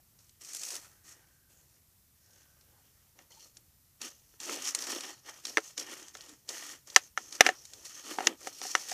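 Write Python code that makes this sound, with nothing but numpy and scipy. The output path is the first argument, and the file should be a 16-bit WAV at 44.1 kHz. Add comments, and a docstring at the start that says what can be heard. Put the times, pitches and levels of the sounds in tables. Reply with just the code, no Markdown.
"""A wooden stick in dry leaves and grit between stones, outdoors, close to a small microphone. Steady hiss and
a low distant rumble lie beneath; the stick first brushes the leaves loosely in noise grains. A faint far whirr,
made of narrow noise, swells twice; from 2 s the stick presses down and squeaks at about 3.3 s. Strokes and
bright snaps then thicken, the tip grinds the grit and rings the stick's middle modes, and the dragged tip
shakes the stick. Knocks on stone ring its short modes, the strongest from 5.6 s on, and the loudest overload
the microphone."""
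import sys
import numpy as np
from scipy import signal
from scipy.fft import rfft, irfft, next_fast_len
from scipy.io import wavfile
from scipy.ndimage import uniform_filter1d

SR = 44100
rng = np.random.default_rng(int(sys.argv[2]) if len(sys.argv) > 2 else 0)


def wav_record(signal):
    """Record a signal, one row per channel, as 16-bit PCM in the file named by sys.argv[1]."""
    frames = np.transpose(np.atleast_2d(signal))
    bounded = np.clip(frames, -1, 1)
    # unit amplitude maps onto the largest positive 16-bit level
    quanta = np.round(bounded * 32767).astype(np.int16)
    wavfile.write(sys.argv[1], SR, quanta)


N = 393813
TIME = np.arange(N) / SR  # s

# spectrum of the hiss and far rumble: pitch_hz, density_db (per Hz, relative)
AIR_SPECTRUM = [(12, -32.5), (20, -20), (80, -4), (106, -8), (119, -6.5), (232, -18.5), (427, -26.5),
                (631, -28), (705, -28), (788, -28), (3260, -30), (5530, -25.5), (9390, -25), (14300, -21),
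                (15500, -29)]
AIR_DB = -66  # middle level, rms
# faint far whirr: start_s, length_s, level_db
WHIRR_SWELLS = [(.92, 0.65, -79), (2.3, 0.53, -80)]
WHIRR_HZ, WHIRR_FADE_DB_PER_S = 1556, 136

# a twig chafing on stone: start_s, length_s, pitch_hz, peak_db
TWIG_SQUEAKS = [(3.31, 0.031, 3080, -55), (3.302, 0.023, 2030, -62), (3.35, 0.055, 890, -59),
                (3.386, 0.042, 3020, -58), (3.388, 0.08, 4350, -57), (3.406, .06, 5700, -51)]

# strokes through the litter and faint rustles between them: start_s, length_s, leaf_start_db, leaf_end_db,
# drag_db (stick, relative to leaves), grit_db (relative to leaves)
STICK_STROKES = [(0.19, 0.18, -66, -74, -14, -11.5), (0.413, 0.34, -53, -40, -18, -15),
                 (0.819, .035, -58, -53.5, -10.5, -8.5), (.9, 0.15, -68.5, -78, -2, -3.5),
                 (1.045, 0.071, -59, -54, -14, -11.5), (1.15, 0.23, -68.5, -76, -3, -6),
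                 (1.5, .28, -68, -74, -6, -10), (2.15, 0.26, -77.5, -62.5, -9.5, -10),
                 (2.45, 0.64, -76.5, -74, -5, -4), (3.16, 0.055, -76.5, -65.5, -2, -2),
                 (3.309, 0.16, -62, -60, -10, -12), (3.55, 0.035, -67, -65.5, -6, -12),
                 (3.62, .38, -80, -85, -14, -8), (4.016, 0.067, -44.5, -46.5, -12, -7),
                 (4.15, 0.21, -68, -70, -10, -13), (4.405, 0.042, -50.5, -44.5, -12, -6.5),
                 (4.469, 0.068, -44, -37, -3, -6), (4.58, 0.11, -47.5, -38, -12.5, -6.5),
                 (4.758, 0.086, -44, -41.5, -9.5, -7.5), (4.87, 0.043, -42, -37, -9, -7),
                 (4.93, 0.18, -43, -50.5, -4.5, -5), (5.16, 0.087, -63.5, -71, -5, -8),
                 (5.25, 0.042, -59.5, -47.5, -6, -4), (5.33, 0.066, -57.5, -53, -9.5, -7),
                 (5.442, 0.045, -51, -44, -10, -7.5), (5.52, 0.19, -51, -54.5, -12, -11),
                 (5.78, 0.033, -44.5, -43.5, -11, -8), (5.841, 0.095, -55, -45.5, -8.5, -3),
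                 (5.97, 0.13, -49.5, -59, -6, -4), (6.142, 0.19, -55.5, -58, -6.5, -7),
                 (6.34, 0.16, -71, -69.5, -7, -9.5), (6.492, 0.25, -42.5, -49, -13, -6.5),
                 (6.874, 0.19, -51, -60, -9.5, -9.5), (7.18, 0.11, -53, -57, -9, -8.5),
                 (7.31, 0.042, -53, -44.5, -10, -9.5), (7.39, 0.08, -54.5, -38.5, -6.5, -0.5),
                 (7.55, .29, -61, -56, -8, -12.5), (7.85, 0.025, -44.5, -51.5, -13.5, -14.5),
                 (7.89, 0.11, -53.5, -47.5, -13.5, -10), (8.039, 0.075, -51, -41, -9, -7),
                 (8.13, 0.057, -46.5, -49.5, -8.5, -27), (8.191, 0.088, -50.5, -42.5, 0.5, -2.5),
                 (8.33, 0.079, -73, -53.5, -15, -14), (8.41, 0.066, -55, -44.5, -4.5, -9),
                 (8.53, 0.1, -52, -46.5, -12.5, -15), (8.63, 0.26, -43.5, -46.5, -14.5, -10),
                 (8.89, 0.047, -43.5, -36.5, -17, -14)]
BITE_DB_PER_S, SETTLE_DB_PER_S = 1501.5, 300.5  # rise before a stroke, fall after it
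# litter stirring faintly between strokes: leaves_db, stick_db, grit_db
IDLE_LEVELS = [-85, -90.5, -89]
# leaves brushed loosely, before the stick presses down: pitch_hz, density_db (per Hz, relative)
LOOSE_LEAF_SPECTRUM = [(1470, -33), (2500, -6), (3120, -12), (6440, -4), (7110, -5.5), (7860, -2),
                       (11100, -9), (14500, -14), (15500, -18.5)]
# leaves under the pressing stick: pitch_hz, density_db (per Hz, relative)
PRESSED_LEAF_SPECTRUM = [(1470, -41.5), (2500, -8), (2890, -7.5), (3890, -9), (4780, -5.5), (5620, -2),
                         (6060, -3), (6640, -4.5), (8880, -7.5), (14400, -15), (15500, -19)]
PRESS_S = 2.0
# rings of curled leaves: pitch_hz, width_hz, level_db (relative)
CURLED_LEAF_RINGS = [(4347, 100, -2.5), (5630, 450, -0.5), (6330, 330, 0), (6900, 730, -6)]
# middle rings of the stick, shaken as its tip scrapes the grit: pitch_hz, width_hz, level_db (relative)
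STICK_MIDDLE_RINGS = [(1260, 200, -0.4), (1550, 790, -8.5), (1853, 120, 3), (2300, 220, -8), (3050, 530, -0.5)]
# broad rings of the dragged stick, damped by the hand: pitch_hz, width_hz, level_db (relative)
DRAGGED_STICK_RINGS = [(289, 99, 5), (356, 17, -6), (520, 160, -2), (840, 220, -5)]

# leaves and twigs snapping: start_s, peak_db (before filtering), centre_hz
LEAF_SNAPS = [(0.189, -50, 6030), (0.293, -48.5, 6500), (0.414, -54, 6640), (0.447, -42, 6400),
              (0.5327, -29.5, 7700), (0.5472, -23.5, 8000), (0.5672, -29, 9200), (0.6335, -27, 6700),
              (0.704, -25.5, 6860), (0.753, -25.5, 6900), (0.8453, -48, 6540), (2.61, -51.5, 5500),
              (3.318, -49, 6250), (3.569, -38.5, 6370), (4.0156, -25.5, 5800), (4.4013, -26, 5970),
              (4.653, -26, 5640), (4.671, -33, 6550), (4.748, -13, 6500), (4.788, -22.5, 6000),
              (4.822, -25, 5800), (4.8377, -30, 5380), (4.8688, -29, 6900), (4.9188, -24, 6300),
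              (5.007, -26, 5630), (5.0983, -48, 5470), (5.178, -55, 3540), (5.452, -22, 5330),
              (5.468, -26.5, 6000), (5.7776, -21.5, 5870), (5.797, -26.5, 6400), (6.027, -37, 6500),
              (6.082, -36, 6540), (6.169, -34.5, 6000), (6.2074, -35.5, 4570), (6.26, -45, 7000),
              (6.292, -37.5, 6130), (6.4895, -24, 5400), (6.8997, -34, 5380), (6.946, -35, 5270),
              (7.3244, -29, 5740), (7.352, -33, 5500), (7.652, -33.5, 6000), (7.734, -32.5, 5800),
              (7.8528, -33, 6000), (8.895, -29, 5780)]
SNAP_T60_S = 0.025

# bending modes of the stick: pitch_hz, level_db (relative), t60_s (before the ring factor)
STICK_MODES = [(327.7, -9.5, 0.05), (431, -4.5, 0.03), (557, -9, 0.033), (749, -2.8, 0.031),
               (1329, -5, 0.016), (1407, -7.5, 0.01), (1791, 0.7, 0.013), (2066, 3.5, 0.0089),
               (2831, -2, 0.015), (3487, -5, 0.013), (3980, -7, 0.014), (5067, -1.5, 0.012),
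               (5932, 3.5, 0.014), (6806, -3, 0.013)]
# stick on stone: start_s, peak_db (before filtering), place_hz (place struck, as loudest ring),
# low_hz (loudest low ring), low_db (low modes), high_db (high modes), ring (factor on fading times)
STONE_KNOCKS = [(3.189, -42, 2040, 880, -1, -2, 1.8), (4.339, -50, 1270, 307, 6, -9, 1.2),
                (4.494, -25.5, 1260, 294, -1.5, -21, 1), (5.571, -7, 1620, 394, -7.5, -10, 1.5),
                (5.58, -15.5, 1280, 510, -3.5, -10, 1.62), (6.151, -29, 1300, 503, -6.5, -0.5, 2),
                (6.961, 2.5, 1750, 750, -10, -0.5, 1.47), (7.175, -14, 1140, 830, -13.5, -10.5, 1.5),
                (7.407, 7, 1760, 764, -8, -6.5, 1.07), (7.464, -4, 2030, 750, -5.5, -5.5, 1.63),
                (7.489, -9.5, 1770, 750, 0.5, -10, 1.7), (8.185, -17, 985, 730, 2, -23, 0.76),
                (8.205, -20.5, 1030, 764, 2.5, -13, 1.7), (8.27, -2.5, 2130, 294, -2.5, -1, 0.96),
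                (8.471, -21.5, 1780, 680, 3.5, -2.5, 1.24), (8.615, -24, 1740, 720, 2.5, 4.5, 1.4),
                (8.651, -31, 1780, 696, 11, -26, 1.9), (8.751, -5, 1360, 800, -13, -6.5, 1.6),
                (8.916, -26, 1740, 750, 5, -5, 1.4)]
LOW_HZ, HIGH_HZ = 1000, 3300  # low modes lie below the first, high modes above the second

TOP_HZ = 15050  # upper edge of the microphone's band


def undb(db):
    """Amplitude ratio of a level in dB."""
    return 10 ** (np.asarray(db) / 20)


def unit(x):
    """Scale x to rms 1."""
    return x / np.sqrt(np.mean(x ** 2))


def colour(x, points):
    """Shape the spectrum of x by (Hz, dB) points, straight lines over log frequency; rms 1."""
    hz, db = np.transpose(points)
    size = next_fast_len(N)
    log_hz = np.log(np.arange(size // 2 + 1) * SR / size + 1)
    gain = undb(np.interp(log_hz, np.log(hz), db, left=-90, right=-90))
    return unit(irfft(rfft(x, size) * gain, size)[:N])


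def walk(rate):
    """Random levels, rate per second, slewed from one to the next; rms 1."""
    hold = int(SR / rate)
    steps = np.repeat(rng.standard_normal(N // hold + 1), hold)
    return unit(uniform_filter1d(steps, hold)[:N])


def span(start, length, first_db, last_db, rise, fall):
    """Gain that slides between two levels; it rises before and falls after at fixed dB per second."""
    before_db = np.maximum(rise * (start - TIME), 0)
    after_db = np.maximum(fall * (TIME - start - length), 0)
    level_db = np.interp(TIME, [start, start + length], [first_db, last_db])
    return undb(level_db - before_db - after_db)


def rings(x, modes, flicker_db):
    """Noise through steep resonances, each swelling by itself; rms 1."""
    twice = np.sqrt(np.sqrt(2) - 1)  # two passes narrow a resonance by this factor
    total = np.zeros(N)
    for hz, width, db in modes:
        ring = signal.filtfilt(*signal.iirpeak(hz, twice * hz / width, SR), x)
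        total += undb(db + flicker_db * walk(11)) * ring
    return unit(total)


def grains(rate, spread_db, tail_s, bed):
    """Tiny breaks of very unequal size, each a short puff of noise, over a finer bed."""
    breaks = rng.random(N) < rate / SR
    size = breaks * undb(spread_db * np.minimum(rng.exponential(size=N), 4.5))
    puffs = signal.lfilter([1], [1, -np.exp(-1 / (tail_s * SR))], size ** 2)  # power
    return np.sqrt(puffs / puffs.mean() + bed) * rng.standard_normal(N)


def add(out, s, sound, peak_db):
    """Mix a sound into out at s seconds, scaled to the given peak."""
    i = int(s * SR)
    out[i:i + len(sound)] += (sound * undb(peak_db) / np.abs(sound).max())[:N - i]


def hiss_and_rumble():
    """Steady shaped noise whose level wavers slightly."""
    return colour(rng.standard_normal(N), AIR_SPECTRUM) * undb(AIR_DB + 0.55 * walk(2.8))


def far_whirr():
    """Narrow noise around one pitch that comes and goes."""
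    fade = WHIRR_FADE_DB_PER_S
    swell = sum(span(s, length, db, db, fade, fade) for s, length, db in WHIRR_SWELLS)
    return rings(rng.standard_normal(N), [(WHIRR_HZ, 110, 0)], 1.5) * swell


def squeaks():
    """A twig chafing on stone: narrow, rough rings of noise that swell and fade."""
    out = np.zeros(N)
    for s, length, hz, peak_db in TWIG_SQUEAKS:
        size = int(length * SR)
        ring = signal.filtfilt(*signal.iirpeak(hz, 14, SR), rng.standard_normal(size))
        add(out, s, ring * np.hanning(size), peak_db)
    return out


def stroke_gains():
    """Gains of leaves, dragged stick and grit: the powers of all strokes add to the idle stirring."""
    power = undb(IDLE_LEVELS)[:, None] ** 2
    for *stroke, drag_db, grit_db in STICK_STROKES:
        leaf_gain = span(*stroke, BITE_DB_PER_S, SETTLE_DB_PER_S)
        power = power + np.outer(undb([0, drag_db, grit_db]), leaf_gain) ** 2
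    return np.sqrt(power)


def crackling_leaves():
    """Dense tiny breaks, coloured by loose then pressed leaves, also ring the curled leaves."""
    crackle = grains(900, 3.4, 0.002, 0.39)
    loose = colour(crackle, LOOSE_LEAF_SPECTRUM)
    pressed = colour(crackle, PRESSED_LEAF_SPECTRUM)
    leaves = np.where(TIME < PRESS_S, loose, pressed)
    return unit(leaves + 0.8 * rings(crackle, CURLED_LEAF_RINGS, 4.6))


def scraped_stick(slip):
    """The small slips of the tip on the grit excite the middle rings of the stick."""
    return rings(slip, STICK_MIDDLE_RINGS, 2.8)


def dragged_stick(slip):
    """The same slips shake the lowest rings of the stick, thinned below 230 Hz."""
    high_pass = signal.butter(3, 230, "high", fs=SR, output="sos")
    return signal.sosfilt(high_pass, rings(slip, DRAGGED_STICK_RINGS, 4.0))


def litter():
    """One stuttering tip moves leaves, grit and stick together; the stick's level stutters least."""
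    leaf_gain, drag_gain, grit_gain = stroke_gains()
    stutter_db = walk(45)
    slip = grains(550, 2.6, 0.0029, 0.23)
    leaves = crackling_leaves() * leaf_gain * undb(stutter_db)
    grit = scraped_stick(slip) * grit_gain * undb(stutter_db)
    drag = dragged_stick(slip) * drag_gain * undb(0.62 * stutter_db)
    return leaves + grit + drag


def snaps():
    """A leaf or twig snaps: a burst of bright noise over a duller body that dies fast."""
    out, t = np.zeros(N), TIME[:SR // 8]
    envelope = np.exp(-np.log(1000) * t / SNAP_T60_S) * np.minimum(t / 0.0012, 1)
    for s, peak_db, hz in LEAF_SNAPS:
        noise = rng.standard_normal(len(t))
        body = signal.lfilter(*signal.iirpeak(2200, 0.6, SR), noise)
        bright = signal.filtfilt(*signal.iirpeak(hz, 1.4, SR), noise)
        add(out, s, (bright + 0.19 * body) * envelope, peak_db)
    return out


def stick_ringing(t, place_hz, low_hz, low_db, high_db, ring):
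    """Decaying bending modes, loudest near those that the struck place favours."""
    hz, db, t60 = np.transpose(STICK_MODES)
    phase, size = rng.standard_normal((2, len(hz)))
    low_mode_db = low_db - 13 * np.abs(np.log2(hz / low_hz))  # 13 dB per octave
    middle_db = -8 * np.abs(np.log2(hz / place_hz))
    place_db = np.where(hz < LOW_HZ, low_mode_db, np.where(hz > HIGH_HZ, high_db, middle_db))
    gain = undb(db + place_db + 1.8 * size)
    # the stone damps the high modes whatever the grip
    fade_s = np.where(hz > HIGH_HZ, t60, ring * t60)
    fade = np.exp(-np.log(1000) * t[:, None] / fade_s)
    return (fade * np.sin(2 * np.pi * t[:, None] * hz + 1.02 * phase)) @ gain


def gritty_contact(t, place_hz, high_db, ring):
    """Grit roughens the contact as a short noise burst and scatters after it as a longer tail."""
    noise = rng.standard_normal((2, len(t)))
    dull = signal.filtfilt(*signal.iirpeak(place_hz, 0.7, SR), noise[0])
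    bright = signal.filtfilt(*signal.iirpeak(5600, 0.8, SR), noise[1])
    contact = 0.97 * np.exp(-(t / 0.0044) ** 2)
    scatter = 0.27 * np.exp(-t / (0.0079 * ring))
    return (dull + 0.5 * undb(high_db) * bright) * (contact + scatter)


def knocks():
    """Each blow on stone rings the stick and crunches grit; the sum is thinned below 260 Hz."""
    out, t = np.zeros(N), TIME[:SR // 6]
    onset = np.clip(t / 0.000471 - 1, 0, 1)  # contact builds within a millisecond
    for s, peak_db, place_hz, low_hz, low_db, high_db, ring in STONE_KNOCKS:
        modes = stick_ringing(t, place_hz, low_hz, low_db, high_db, ring)
        crack = gritty_contact(t, place_hz, high_db, ring)
        add(out, s, (modes + crack) * onset, peak_db)
    return signal.sosfilt(signal.butter(3, 260, "high", fs=SR, output="sos"), out)


def ledge_echo(near):
    """The stone ledge returns a few quick, faint echoes."""
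    echoes = [(0.0031, 0.033), (0.0074, 0.017), (0.0113, 0.014)]  # delay in s, gain
    return sum(gain * np.roll(near, int(delay * SR)) for delay, gain in echoes)


def scene():
    """Far air, chafing and litter, then the close snaps and knocks with their echoes."""
    background = hiss_and_rumble() + far_whirr()
    # leaves and wood give out little above the resonance of the microphone port
    soften = signal.butter(1, 11000, fs=SR, output="sos")
    near = signal.sosfilt(soften, knocks() + snaps())
    return (background + squeaks() + litter() + near + ledge_echo(near))[None]


def record(dry):
    """A wind filter turns the bass down while the treble is busy; peaks clip unevenly, which thumps; the top is cut."""
    bass = signal.sosfiltfilt(signal.butter(3, 120, fs=SR, output="sos"), dry)
    busy = uniform_filter1d(np.minimum(np.abs(dry - bass), 0.006), int(0.06 * SR))
    bass_cut = busy ** 2 / (busy ** 2 + 0.0022 ** 2)  # 0 keeps the bass, 1 removes it
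    overloaded = np.clip(dry - bass * bass_cut, -0.96, 0.86)
    return signal.sosfilt(signal.ellip(10, 0.2, 60, TOP_HZ, fs=SR, output="sos"), overloaded)


dry = scene()
out = record(dry)
wav_record(out)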